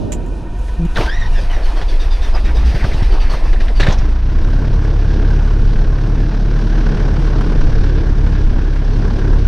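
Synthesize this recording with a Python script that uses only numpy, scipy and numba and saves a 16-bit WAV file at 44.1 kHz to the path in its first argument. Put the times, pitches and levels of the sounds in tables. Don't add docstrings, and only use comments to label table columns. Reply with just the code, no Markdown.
import sys
import numpy as np
from scipy import signal
from scipy.fft import rfft, irfft, next_fast_len
from scipy.io import wavfile
from scipy.ndimage import uniform_filter1d
from numba import njit

SR = 44100
rng = np.random.default_rng(int(sys.argv[2]) if len(sys.argv) > 2 else 0)


def output_pcm(signal):
    pcm = np.clip(np.atleast_2d(signal).T, -1, 1) * 32767
    wavfile.write(sys.argv[1], SR, np.round(pcm).astype(np.int16))


def convert_level_to_amplitude(level_db):
    exponent = np.asarray(level_db, float) / 20
    return 10 ** exponent


N = 417627
T = np.arange(N) / SR


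def read(table, fade=.03):
    s, *columns = np.transpose(table)
    gate = np.clip(np.minimum(T - s[0], s[-1] - T) / fade + 1, 0, 1)
    return [np.interp(T, s, c) for c in columns] + [gate]


def latest(s):
    return np.clip(np.searchsorted(s, T) - 1, 0, len(s) - 1)


def unit(x):
    return x / np.sqrt(np.mean(x ** 2))


def walk(rate):
    k = int(SR / rate)
    held = np.repeat(rng.standard_normal(N // k + 1), k)
    return 1.282 * uniform_filter1d(uniform_filter1d(held, k), k)[:N]


@njit
def svf(x, hz, width):
    y, b, l = np.empty(len(x)), 0., 0.
    for i in range(len(x)):
        g, k = np.tan(np.pi * hz[i] / SR), width / hz[i]
        v = (b + g * (x[i] - l)) / (1 + g * (g + k))
        b, l, y[i] = 2 * v - b, l + 2 * g * v, k * v
    return y


def band(hz, width):
    hz = hz + np.zeros(N)
    once = svf(rng.standard_normal(N), hz, 1. * width)
    return unit(svf(once, hz, 1. 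* width))


def colour(spectrum, flicker_db, rate):
    size = next_fast_len(N)
    octave = np.log2(np.arange(1, size // 2 + 2) * SR / size)
    hz, db = np.transpose(spectrum)
    bins = rfft(rng.standard_normal(size)) * convert_level_to_amplitude(np.interp(octave, np.log2(hz), db, -140, -140))
    out = 0
    for centre in range(int(np.log2(hz[0])), int(np.log2(hz[-1])) + 2):
        part = irfft(bins * np.clip(1 - abs(octave - centre), 0, 1), size)[:N]
        out = out + part * convert_level_to_amplitude(flicker_db * walk(rate))
    return unit(out)


def sine(hz, wobble_hz, rate):
    return np.sqrt(2) * np.sin(2 * np.pi * np.cumsum(hz + wobble_hz * walk(rate)) / SR)


def bursts(times, dbs, rise, t60):
    out = np.zeros(N)
    for s, db, ring in zip(times, dbs, t60 + np.zeros(len(times))):
        i = int(s * SR)
        age = T[:min(int(ring * SR), N - i)]
        attack = np.sin(np.pi / 2 * np.clip(age / rise, 0, 1)) ** 2
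        out[i:i + len(age)] += convert_level_to_amplitude(db - 60 * age / ring) * attack
    return out


# level in dB, slope in dB per dB of effort, slope in dB per Hz of rate.
ORDER_DB = [
    (-12, -0.12, -0.5),
    (-25.5, 0.44, -4),
    (-23.5, -0.5, -1.5),
    (-27, 0.5, 0.8),
    (-39.5, 0.5, 3),
    (-42.5, 1.2, 5.5),
]
# time in seconds, coupling to the cabin in dB.
COUPLING = [(4.2, 0.5), (4.9, 2), (5.6, 2), (6.0, 0), (6.9, -5), (7.35, -1), (8.1, 2), (8.55, -1),
            (8.8, -6.5), (9.15, 0), (9.4, 3)]
AIR_MODE_HZ, AIR_MODE_WIDTH_HZ, AIR_MODE_DB = 58, 6.8, 14.5
IDLE_HZ = 35.3


def firing_orders(hz, effort_db, cycles, catch_db):
    boom = 0
    for k, (db, slope, per_hz) in enumerate(ORDER_DB):
        drift = 1.15 * k * (k - 2) / 2 + 0.23 * (k + 0.32) * walk(5)
        tone = np.cos((k + 1) * (2 * np.pi * (cycles - .45)) + drift)
        detune = ((k + 1) * hz - AIR_MODE_HZ) / AIR_MODE_WIDTH_HZ
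        level_db = db + 2.5 + AIR_MODE_DB / (1 + detune ** 2)
        level_db = level_db + slope * effort_db + per_hz * np.clip(hz - IDLE_HZ, -1, 1.5)
        level_db = level_db + (0.98 * k + 0.5) * catch_db
        if k in (1, 2):
            level_db = level_db + read(COUPLING)[0]
        level_db = level_db + 1.12 * walk(13) + 0.24 * min(k + 0.31, 2) * walk(2.93)
        boom = boom + convert_level_to_amplitude(level_db) * tone
    return boom


# frequency in Hz, density in dB per Hz.
GAS = [(300, -30), (450, -12.5), (560, -8.5), (750, -11), (1100, -12.5), (1270, -16.5), (1540, -14),
       (1780, -17.5), (1950, -21), (4100, -25.5), (5900, -28), (7000, -43), (9500, -49.5), (11500, -59),
       (15000, -82)]
# frequency in Hz, density in dB per Hz.
DRUM = [(24, -21.5), (40, -7), (86, -9), (150, -13), (175, -17.5), (215, -15), (270, -17.5), (320, -14.5),
        (350, -22), (450, -21), (530, -33), (750, -39)]
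GAS_DB, GAS_PER_EFFORT, PIPE_AIR_DB = -34, 0.63, -47.5
DRUM_DB, DRUM_PER_EFFORT = -20.5, 0.81
POP_DB, POP_SCATTER_DB = -47, 5.0
PIPE_HZ, PIPE_WIDTH_HZ = 1440, 300


def exhaust(effort_db, cycles, catch_db):
    size = convert_level_to_amplitude(1.4 * rng.standard_normal(int(cycles[-1]) + 1))[cycles.astype(int)]
    puff = size * np.sin(np.pi * (cycles % 1) ** 0.68) ** 2.9
    gas_db = GAS_PER_EFFORT * effort_db
    gas = convert_level_to_amplitude(GAS_DB + gas_db) * unit(colour(GAS, 1.32, 40) * (1.37 + puff))
    pipe = convert_level_to_amplitude(PIPE_AIR_DB + gas_db + 2.9 * walk(18) + 2 * catch_db) * (0.99 + puff)
    pipe = pipe * band(1560 + 40 * walk(3), 260)
    drum_db = DRUM_DB + DRUM_PER_EFFORT * effort_db + 0.5 * catch_db
    drum = convert_level_to_amplitude(drum_db) * unit(colour(DRUM, 1.9, 8) * (12.0 + puff))
    fired = np.diff(np.floor(cycles - .4), prepend=0) * size ** (POP_SCATTER_DB / 2)
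    pops = 0
    for hz, width, gain in ((PIPE_HZ, 300.0, 1), (740, 540.0, 1), (312, 220., 1.55)):
        pops = pops + gain * unit(svf(svf(fired, hz + 0 * T, width), hz + 0 * T, width))
    return gas + pipe + drum + convert_level_to_amplitude(POP_DB + gas_db) * pops


# time in seconds, firing rate in Hz, exhaust effort in dB.
FIRING = [(4.0, 27.22, -38.5), (4.23, 29.6, -46), (4.24, 29.57, -42.5), (4.36, 32.6, -38),
          (4.53, 34.9, -38), (4.94, 34.67, -37), (5.39, 35.08, -35.5), (5.51, 35.5, -38),
          (6.26, 36.07, -37.5), (6.38, 36.62, -39), (6.95, 36.58, -33), (7.5, 35.88, -33.5),
          (7.56, 34.96, -33.5), (7.86, 35.29, -35), (8.47, 34.24, -37.5), (8.8, 34.55, -38.5),
          (9.04, 35.28, -34.5), (9.44, 34.85, -36)]
EFFORT_DB = -37
CATCH_S, CATCH_DB_PER_S = 4.68, 7.5
BUFFET_DB = -20


def engine():
    hz, effort_db, gate = read(FIRING, fade=0.21)
    effort_db = effort_db - EFFORT_DB
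    cycles = np.cumsum(hz) / SR
    catch_db = CATCH_DB_PER_S * np.clip(T - CATCH_S, -1, 0)
    boom = firing_orders(hz, effort_db, cycles, catch_db)
    wash = convert_level_to_amplitude(BUFFET_DB + 4.0 * walk(6.2) + 2.0 * walk(11)) * band(19.9, 21)
    return (boom + wash + exhaust(effort_db, cycles, catch_db)) * np.where(T > 5, 1, gate)


# start in seconds, peak in dB.
CRACKS = [(4.365, -24.5), (4.428, -22), (4.484, -16), (4.837, -19), (5.041, -22), (5.302, -16.5),
          (5.408, -22), (5.471, -21), (5.691, -23), (5.78, -20), (5.921, -23), (6.059, -24), (6.201, -18),
          (6.447, -29), (6.502, -29), (6.558, -18), (6.72, -35), (6.779, -27), (6.995, -26), (7.051, -18),
          (7.157, -21), (7.266, -15.5), (7.408, -10), (7.461, -17), (7.52, -15), (7.718, -24.5),
          (7.829, -23), (8.056, -20), (8.406, -30), (8.493, -26), (8.582, -24), (8.665, -34),
          (8.756, -20.5), (8.84, -25), (8.96, -19), (9.185, -18), (9.277, -19)]
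CRACK_DB, CRACK_T60_S = -8, 0.041


def cracks():
    s, db = np.transpose(CRACKS)
    gas = band(850, 800) + 0.44 * band(PIPE_HZ, PIPE_WIDTH_HZ) + 0.17 * band(3500, 3800)
    return bursts(s, db + CRACK_DB, 0.0029, CRACK_T60_S) * gas


# start in seconds, level in dB, mount
# resonance in Hz.
KICKS = [(.99, -6.5, 109), (2.744, -7, 130), (2.843, -3.5, 97), (2.944, -10, 90.1), (3.022, -4, 97),
         (3.118, -21, 84.6), (3.3354, -14, 120), (3.81, -10, 130.2), (3.884, 2, 92), (3.987, -14, 200),
         (4.03, -9.5, 90.5)]
KICK_PUSH_S, KICK_WIDTH_HZ, KICK_SLAP_DB = 0.005, 70, -12


def kicks():
    s, db, hz = np.transpose(KICKS)
    push = bursts(s, db + 16.5, KICK_PUSH_S / 2, 3 * KICK_PUSH_S)
    mounts = svf(push, hz[latest(s)], 1. * KICK_WIDTH_HZ)
    return mounts + convert_level_to_amplitude(KICK_SLAP_DB) * svf(push, 300 + 0 * T, 360.0)


# time in seconds, low squeal in Hz, its level in dB, high squeal in Hz, its level in dB.
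STROKES = [(1.2594, 3070, -46, 4470, -47), (1.323, 2866, -43, 5650, -56), (1.3794, 2580, -43, 4890, -42.5),
           (1.501, 3040, -37, 4280, -51), (1.6334, 3140, -39.5, 4450, -41), (1.7566, 3340, -43, 4481, -42),
           (1.8841, 3540, -40, 4700, -43), (1.9978, 3700, -38, 4760, -46), (2.1108, 3650, -39.5, 4950, -40),
           (2.216, 3680, -40, 4630, -58), (2.3415, 3820, -44, 5050, -39.5), (2.445, 3830, -42.5, 5260, -52),
           (2.5494, 3840, -39, 5077, -44), (2.65, 2990, -51, 5030, -44), (2.7457, 2900, -54, 4660, -52),
           (2.84, 2730, -65, 5300, -65), (2.9694, 2750, -46, 4664, -40), (3.0294, 3030, -48, 5500, -54),
           (3.115, 3130, -40, 4670, -46), (3.2008, 3060, -43.5, 4685, -38.5),
           (3.298, 2960, -44, 4530, -38.5), (3.4397, 3240, -59, 5810, -58), (3.6022, 3040, -55, 4860, -54),
           (3.7571, 3060, -43, 4720, -36)]


def compressions():
    s, low_hz, low_db, high_hz, high_db = np.transpose(STROKES)
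    db = np.maximum(low_db, high_db)
    s = s - .008
    last = latest(s)
    age = np.clip(T - s[last], 0, 1)
    length = np.clip(np.diff(s, append=s[-1] + 0.09), 0, .14)[last]
    load = convert_level_to_amplitude(.5 * (db - np.mean(db)))[last]
    load = load * np.clip(age / 0.026, 0, 1) * np.clip((length - age) / 0.18, 0, 1)
    sag = 1 - 0.81 * np.clip(age, 0, .08)
    low = bursts(s, low_db, .018, .27) * 1.7 * convert_level_to_amplitude(2 * walk(80)) * band(low_hz[last] * sag, 210)
    high = bursts(s, high_db, .018, .27) * 1.7 * convert_level_to_amplitude(2 * walk(80)) * band(high_hz[last] * sag, 220)
    return load, sag, low + high


# time in seconds, strain in dB.
GRIND = [(.94, -11), (.97, 8.5), (1.06, 6), (1.1, 0), (1.17, -5), (1.7, 0), (2.55, 1.5), (2.81, 7),
         (3.2, 2.5), (3.77, 0.5), (3.98, -2), (4.2, -9)]
# frequency in Hz, density in dB per Hz.
GEARS = [(150, -14), (250, -3.5), (314, 3.5), (344, 2), (538, -2.5), (704, -0.5), (1440, -9), (1720, -6.5),
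         (2700, -14), (3510, -70), (5940, -120)]
# frequency in Hz, density in dB per Hz.
TEETH = [(2200, -16), (2500, 2.5), (3600, 0.5), (5000, -0.5), (6200, -7.5), (6700, -13), (7600, -25),
         (8200, -14), (9000, -16.5), (10800, -21.5), (12000, -24), (15000, -28)]
GEAR_DB, AIR_DB, AIR_PER_STRAIN = -30, -42, 1.31
RELEASE_S, RELEASE_DB, RELEASE_T60_S = 3.795, -25, .9


def starter():
    strain_db, gate = read(GRIND, fade=0.0092)
    load, sag, squeal = compressions()
    thrown = bursts([RELEASE_S], [RELEASE_DB], 0.0032, RELEASE_T60_S)
    thrown = thrown * np.clip((3.965 - T) / 0.017, .25, 1)
    grind = (convert_level_to_amplitude(GEAR_DB + strain_db - 1.5) + thrown) * colour(GEARS, 3.7, 45) * (0.76 + 0.5 * load)
    air_db = AIR_DB + AIR_PER_STRAIN * strain_db
    first_turns = (T < 1.46) * np.abs(np.cos(np.pi * (T - 1.2) / .22))
    swell = .32 + .9 * load + .45 * first_turns
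    air = (convert_level_to_amplitude(air_db + 4.0) + convert_level_to_amplitude(-14.5) * thrown) * colour(TEETH, 1.15, 25.4) * swell
    air = air * np.clip((4.3 - T) / 0.18, 0, 1)
    modes = 1.05 * band(6000 * sag, 320) + 1.9 * band(1800 * sag, 220) + band(2600 * sag, 250)
    modes = modes + .8 * band(3600, 300) + .17 * band(8250 * sag, 400)
    rings = convert_level_to_amplitude(air_db - 8 + 3 * walk(25)) * load * modes
    hiss = convert_level_to_amplitude(air_db - 28 + 4.0 * walk(90)) * load ** 2 * (T < 3.42) * band(13000, 4500)
    return (grind + air) * gate + squeal + rings + hiss


# time in seconds, mesh rate in Hz, level in dB.
WHINE = [(1.065, 1500, -31), (1.1, 1620, -25), (1.125, 1770, -30), (1.16, 1920, -32), (1.2, 1940, -29),
         (1.24, 1830, -32), (1.275, 1900, -37), (1.3, 1850, -64), (1.335, 1830, -43), (1.385, 1700, -30),
         (1.45, 1780, -51), (1.5, 2050, -49), (1.54, 1940, -32), (1.59, 1810, -42.5), (1.64, 1740, -41)]


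def pinion_whine():
    hz, db, on = read(WHINE, fade=0.041)
    mesh = band(hz, 190) + convert_level_to_amplitude(-10) * band(2 * hz, 280) + convert_level_to_amplitude(-13.5) * band(3 * hz, 380)
    return convert_level_to_amplitude(db + 6.5) * on * mesh * convert_level_to_amplitude(4 * walk(60) - 10)


# start in seconds, peak in dB, pitch in Hz.
CHIRPS = [(1.1288, -49, 7510), (1.1911, -46, 7680), (1.3283, -51, 8270), (1.4246, -49, 8160),
          (1.6825, -50, 8160), (1.7645, -54, 7870), (1.9426, -51, 8490), (1.9923, -53, 7790),
          (2.1026, -54, 7450), (2.2133, -51, 7526), (2.2685, -50, 8030), (2.4443, -44, 7550),
          (2.5515, -47, 8053), (2.6533, -47, 7820), (2.7867, -45, 8020), (2.8429, -49, 8470),
          (2.9327, -47, 7530), (2.9985, -46, 8355), (3.1282, -49, 8110), (3.3248, -41, 8100),
          (3.3921, -50, 8130), (3.455, -54, 8410), (3.6366, -50, 8340), (3.6934, -51, 8470),
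          (4.085, -50, 8500)]
CHIRP_DB, CHIRP_WIDTH_HZ, CHIRP_T60_S = -3.5, 320, 0.14


def chirps():
    s, db, hz = np.transpose(CHIRPS)
    return bursts(s, db + CHIRP_DB, 0.017, CHIRP_T60_S) * band(hz[latest(s)], CHIRP_WIDTH_HZ)


# start in seconds, peak in dB, body in dB, edge in dB.
KNOCKS = [(0.683, -27, -4, -17), (0.96, -10.5, -2, -15.5), (0.981, -26, 16, -12), (1.006, -24, 13.5, -3),
          (1.0294, -36, 13, 1), (1.06, -22, 2, -5), (1.565, -33, 15, -11), (1.813, -18, 0.5, -9.5),
          (2.7489, -18, -4, -22), (2.838, -17, 5.5, -12), (2.932, -21.5, -8, -3.5),
          (3.0242, -18.5, -20, -11), (3.32, -37.5, 19, -2), (3.335, -37.5, 20.5, -10),
          (3.5281, -19.5, 0, -10), (3.6028, -16.5, -9, -11), (3.681, -22.5, -18, -7), (3.798, -10.5, 1, -6),
          (3.804, -16.5, -14, -7.5), (3.8297, -11, -6, -14), (3.8445, -25, -11, -6), (3.866, -10.5, 1, -10),
          (3.8846, -20, 5.5, -4), (3.905, -20, -1, -4), (3.9247, -29, 11, 4), (3.9843, -39, -8, 7)]
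# frequency in Hz, width in Hz, 60 dB decay in seconds, trim in dB.
KNOCK_HZ = [
    (127, 100, 0.14, 3),
    (470, 720, 0.11, -4.5),
    (1700, 790, 0.058, -2),
    (3470, 2000, 0.12, -4.5),
    (5630, 900, 0.079, -5),
]
THUD_DB, TOP_DB = -11.5, -9


def knocks():
    s, db, body_db, edge_db = np.transpose(KNOCKS)
    shares = (THUD_DB, body_db, 0, edge_db, edge_db + TOP_DB)
    blows = 0
    for share_db, (hz, width, t60, trim_db) in zip(shares, KNOCK_HZ):
        blows = blows + bursts(s - .003, db + share_db + trim_db, 0.0085, t60) * band(hz, width)
    return unit(convert_level_to_amplitude(1.1 * walk(400))) * blows


# start in seconds, level in dB, resonance in Hz.
RAPS = [(.948, -27, 3600), (.957, -18, 3600), (.9635, -14, 1600), (0.968, -23, 3550), (0.973, -13, 1490),
        (0.984, -20.5, 1110), (.998, -18, 900), (1.008, -22, 2600), (1.021, -28, 2500),
        (1.039, -28.5, 3300), (1.061, -21, 2300), (1.069, -25, 920), (1.268, -22, 900), (1.573, -22, 697),
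        (2.755, -21, 1700), (2.844, -16, 1500), (2.928, -28, 600), (3.292, -22, 882), (3.337, -13, 950),
        (3.528, -28, 1800), (3.536, -30, 2900), (3.558, -22, 1797), (3.604, -32, 1900), (3.614, -27, 2900),
        (3.68, -27, 2800), (3.687, -25, 1800), (3.806, -10.5, 2600), (3.813, -22, 4010), (3.83, -21, 1700),
        (3.834, -13.5, 3730), (3.845, -22, 1800), (3.868, -13, 1600), (3.878, -20, 1700),
        (3.886, -28, 3180), (3.895, -32, 2200), (3.905, -28, 1000), (3.913, -34, 3000)]
RAP_Q, RAP_T60_S = 3.1, 0.048


def raps():
    s, db, hz = np.transpose(RAPS)
    pitch = hz[latest(s)]
    noise = rng.standard_normal(N) * np.sqrt(SR / pitch) * 0.87
    rung = 0
    for centre in (750., 1500., 3000.):
        near = abs(np.log(pitch / centre)) <= np.log(2) / 2
        width = centre / RAP_Q
        rung = rung + near * svf(svf(noise, pitch, width), pitch, width)
    return bursts(s, db, 0.0031, RAP_T60_S) * rung


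# start in seconds, peak in dB.
TICKS = [(.963, -44), (1.01, -43), (1.062, -43), (3.8, -43), (3.804, -48), (3.823, -47), (3.833, -43),
         (3.871, -49), (3.877, -48), (3.887, -40), (3.898, -50), (3.903, -47), (3.913, -46), (3.919, -46),
         (3.925, -43), (3.93, -48), (3.941, -48), (3.946, -50), (3.956, -48)]


def ticks():
    s, db = np.transpose(TICKS)
    return bursts(s, db - 10, .001, .008) * band(12000, 5000)


# start in seconds, peak in dB.
PINGS = [
    (3.921, -24.5),
    (3.982, -31),
]
PING_HZ, PING_WIDTH_HZ, PING_T60_S = 5660, 1200, 0.073


def pings():
    s, db = np.transpose(PINGS)
    return bursts(s, db, 0.0035, PING_T60_S) * band(PING_HZ, PING_WIDTH_HZ)


# time in seconds, rocking in dB, boom in Hz, boom in dB, panels in dB.
SHAKE = [
    (0, -34, 43.86, -26, -23),
    (.7, -28.5, 43.7, -24, -39),
    (1.02, -15, 51.4, -15.5, -51),
    (1.45, -12.5, 50.6, -24.5, -33),
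    (1.56, -14, 40, -22.5, -41),
    (2.2, -13, 41.21, -19, -34.5),
    (2.6, -20, 54.27, -14.5, -22.5),
    (3.2, -11.5, 40, -17, -30),
    (4.0, -12.5, 42.13, -16.5, -22.5),
]
ROCK_HZ = 27.9


def airframe():
    rock_db, boom_hz, boom_db, panel_db, gate = read(SHAKE, fade=0.165)
    rock = convert_level_to_amplitude(rock_db + 2.0 * walk(6.84) + 2.9 * walk(25.01))
    rock = rock * sine(ROCK_HZ + 2.534 * walk(4), 2.83, 30.07)
    sway = convert_level_to_amplitude(rock_db - 3.5) * band(14.7, 9.9)
    boom = convert_level_to_amplitude(boom_db + 3.4 * walk(9) + 2.0 * walk(29.94)) * sine(boom_hz, 3.69, 35)
    door = convert_level_to_amplitude(boom_db - 5.0) * band(62.6, 10.0)
    panels = convert_level_to_amplitude(panel_db - 6.0) * (band(107.5, 73) + 0.73 * band(215.6, 80))
    return (rock + sway + boom + door + panels) * np.clip((4.2 - T) / 0.36, 0, 1)


# start in seconds, peak in dB, panel mode in Hz, decay as a multiple of 1 s.
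SURGES = [(1.12, -26, 117, 2.2), (3.08, -24.5, 99, 0.9), (3.4, -27, 135, 0.91), (4.12, -26.5, 140, 1.1),
          (4.75, -29.5, 288.5, 2), (5.2, -34.5, 400, 2.8), (6.55, -27, 190.1, 2.7),
          (6.75, -31.5, 442.2, 3.), (7.5, -34, 310, 2.), (7.9, -26, 191, 2.), (8.25, -30.5, 302, 1.98),
          (9.1, -25.5, 370, 2.59)]
SURGE_RISE_S, SURGE_T60_S, SURGE_WIDTH_HZ = .15, 1., 65


def surges():
    out = 0
    for s, db, hz, ring in SURGES:
        out = out + bursts([s], [db], SURGE_RISE_S, SURGE_T60_S * ring) * band(hz, SURGE_WIDTH_HZ)
    return out


# start in seconds, peak in dB, low part in dB, top part in dB.
BUCKLE = [
    (0.12, -21, -2.5, -16.5),
    (0.1274, -24.5, -8, -24),
    (0.1334, -36, -5, -17),
    (0.1464, -39, -12, -10),
    (.262, -46, 2, -5.5),
    (.28, -48, -5, -9),
    (.588, -46, 0, -7),
    (.741, -49, 2, -11),
    (.85, -42, 9, -9),
]


def buckle():
    s, db, low_db, top_db = np.transpose(BUCKLE)
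    layers = ((7060, 2000, db), (2640, 1800, db + low_db), (1200, 1300, db + low_db - 10),
              (10600, 5900, db + top_db), (13600, 900, db + top_db - 7))
    return sum(bursts(s, g - 5, 0.00098, 0.057) * band(hz, width) for hz, width, g in layers)


# time in seconds, pitch in Hz, level in dB.
GYRO = [
    (0.0, 921, -54),
    (0.85, 976, -51),
    (0.892, 910, -63),
    (0.94, 987.0, -55),
]
# time in seconds, pitch in Hz, level in dB.
BUZZ = [
    (.778, 160.4, -28),
    (.797, 171.7, -13),
    (.84, 163, -11),
    (.862, 174.4, -11.5),
    (.875, 164, -42),
]


def instruments():
    hz, db, gate = read(GYRO, fade=0.29)
    gyro = convert_level_to_amplitude(db + 3 + 1.5 * walk(24.8)) * gate * sine(hz, 6, 38.7)
    hz, db, gate = read(BUZZ, fade=.005)
    turn = 2 * np.pi * np.cumsum(hz) / SR
    wave = np.cos(turn) + convert_level_to_amplitude(-15.0) * np.cos(2 * turn) + convert_level_to_amplitude(-25.0) * np.cos(3 * turn)
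    return gyro + convert_level_to_amplitude(db - 1.5) * gate * wave


# time in seconds, fans in dB, breeze on the ports in dB.
CABIN = [
    (0, -44, -22),
    (.7, -40.5, -33.5),
    (1.2, -37.5, -33.5),
    (3.9, -50, -62),
    (9.47, -48.5, -55.5),
]
# frequency in Hz, density in dB per Hz.
FANS = [(330, -30.5), (500, -3), (700, -21), (950, -1.5), (1090, -13), (1500, -12), (2050, -23),
        (2600, -16), (4000, -23.5), (6300, -27), (7400, -33.5), (9800, -32.5), (12500, -44.5), (14300, -55)]
# frequency in Hz, width in Hz, level in dB.
FAN_TONES = [(701.7, 37, 3), (972, 53, 0), (1503, 14, -5), (1830, 55, -6), (2450, 120, -7), (3900, 60, -18),
             (4000, 52, -19)]


def fans():
    hums = sum(convert_level_to_amplitude(db) * band(hz, width) for hz, width, db in FAN_TONES)
    return convert_level_to_amplitude(read(CABIN)[0]) * (colour(FANS, 2.6, 14) + convert_level_to_amplitude(-2.5) * unit(hums))


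# frequency in Hz, density in dB per Hz.
BREEZE = [(45, -13), (90, 5), (203, -6), (299, -5), (344, -4.5), (526, -15), (613, -12), (1500, -42.5),
          (1950, -69.5), (3300, -120)]


def breeze():
    return convert_level_to_amplitude(read(CABIN)[1]) * colour(BREEZE, 1.1, 9.5)


FOLD_S = 0.24


def port_difference(mid):
    side = convert_level_to_amplitude(-22.5) * colour(BREEZE, 1.6, 15) + convert_level_to_amplitude(-33) * band(41, 14)
    side = side + convert_level_to_amplitude(-56) * colour(FANS, 1.7, 12) + .8 * buckle()
    side = (side - 0.27 * mid) * np.clip(np.exp(-T / FOLD_S), 0, 1)
    treble = signal.sosfilt(signal.butter(6, 11800, "high", fs=SR, output="sos"), mid)
    return side + 0.48 * np.roll(treble, shift=40)


def scene():
    mid = engine() + cracks() + kicks()
    mid = mid + starter() + pinion_whine() + chirps()
    mid = mid + knocks() + raps() + ticks() + pings()
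    mid = mid + airframe() + surges() + buckle() + instruments() + fans() + breeze()
    side = port_difference(mid)
    return np.array([mid + side, mid - side])


def roll_off(x):
    return signal.sosfilt(signal.butter(12, 15140, fs=SR, output="sos"), x)


def record(dry):
    bass = signal.sosfilt(signal.butter(1, 260, fs=SR, output="sos"), dry)
    soft = np.tanh(bass) + .9 * (dry - bass)
    soft = soft / (1 + (soft / .93) ** 6) ** (1 / 6)
    return roll_off(soft)


dry = scene()
out = record(dry)
output_pcm(out)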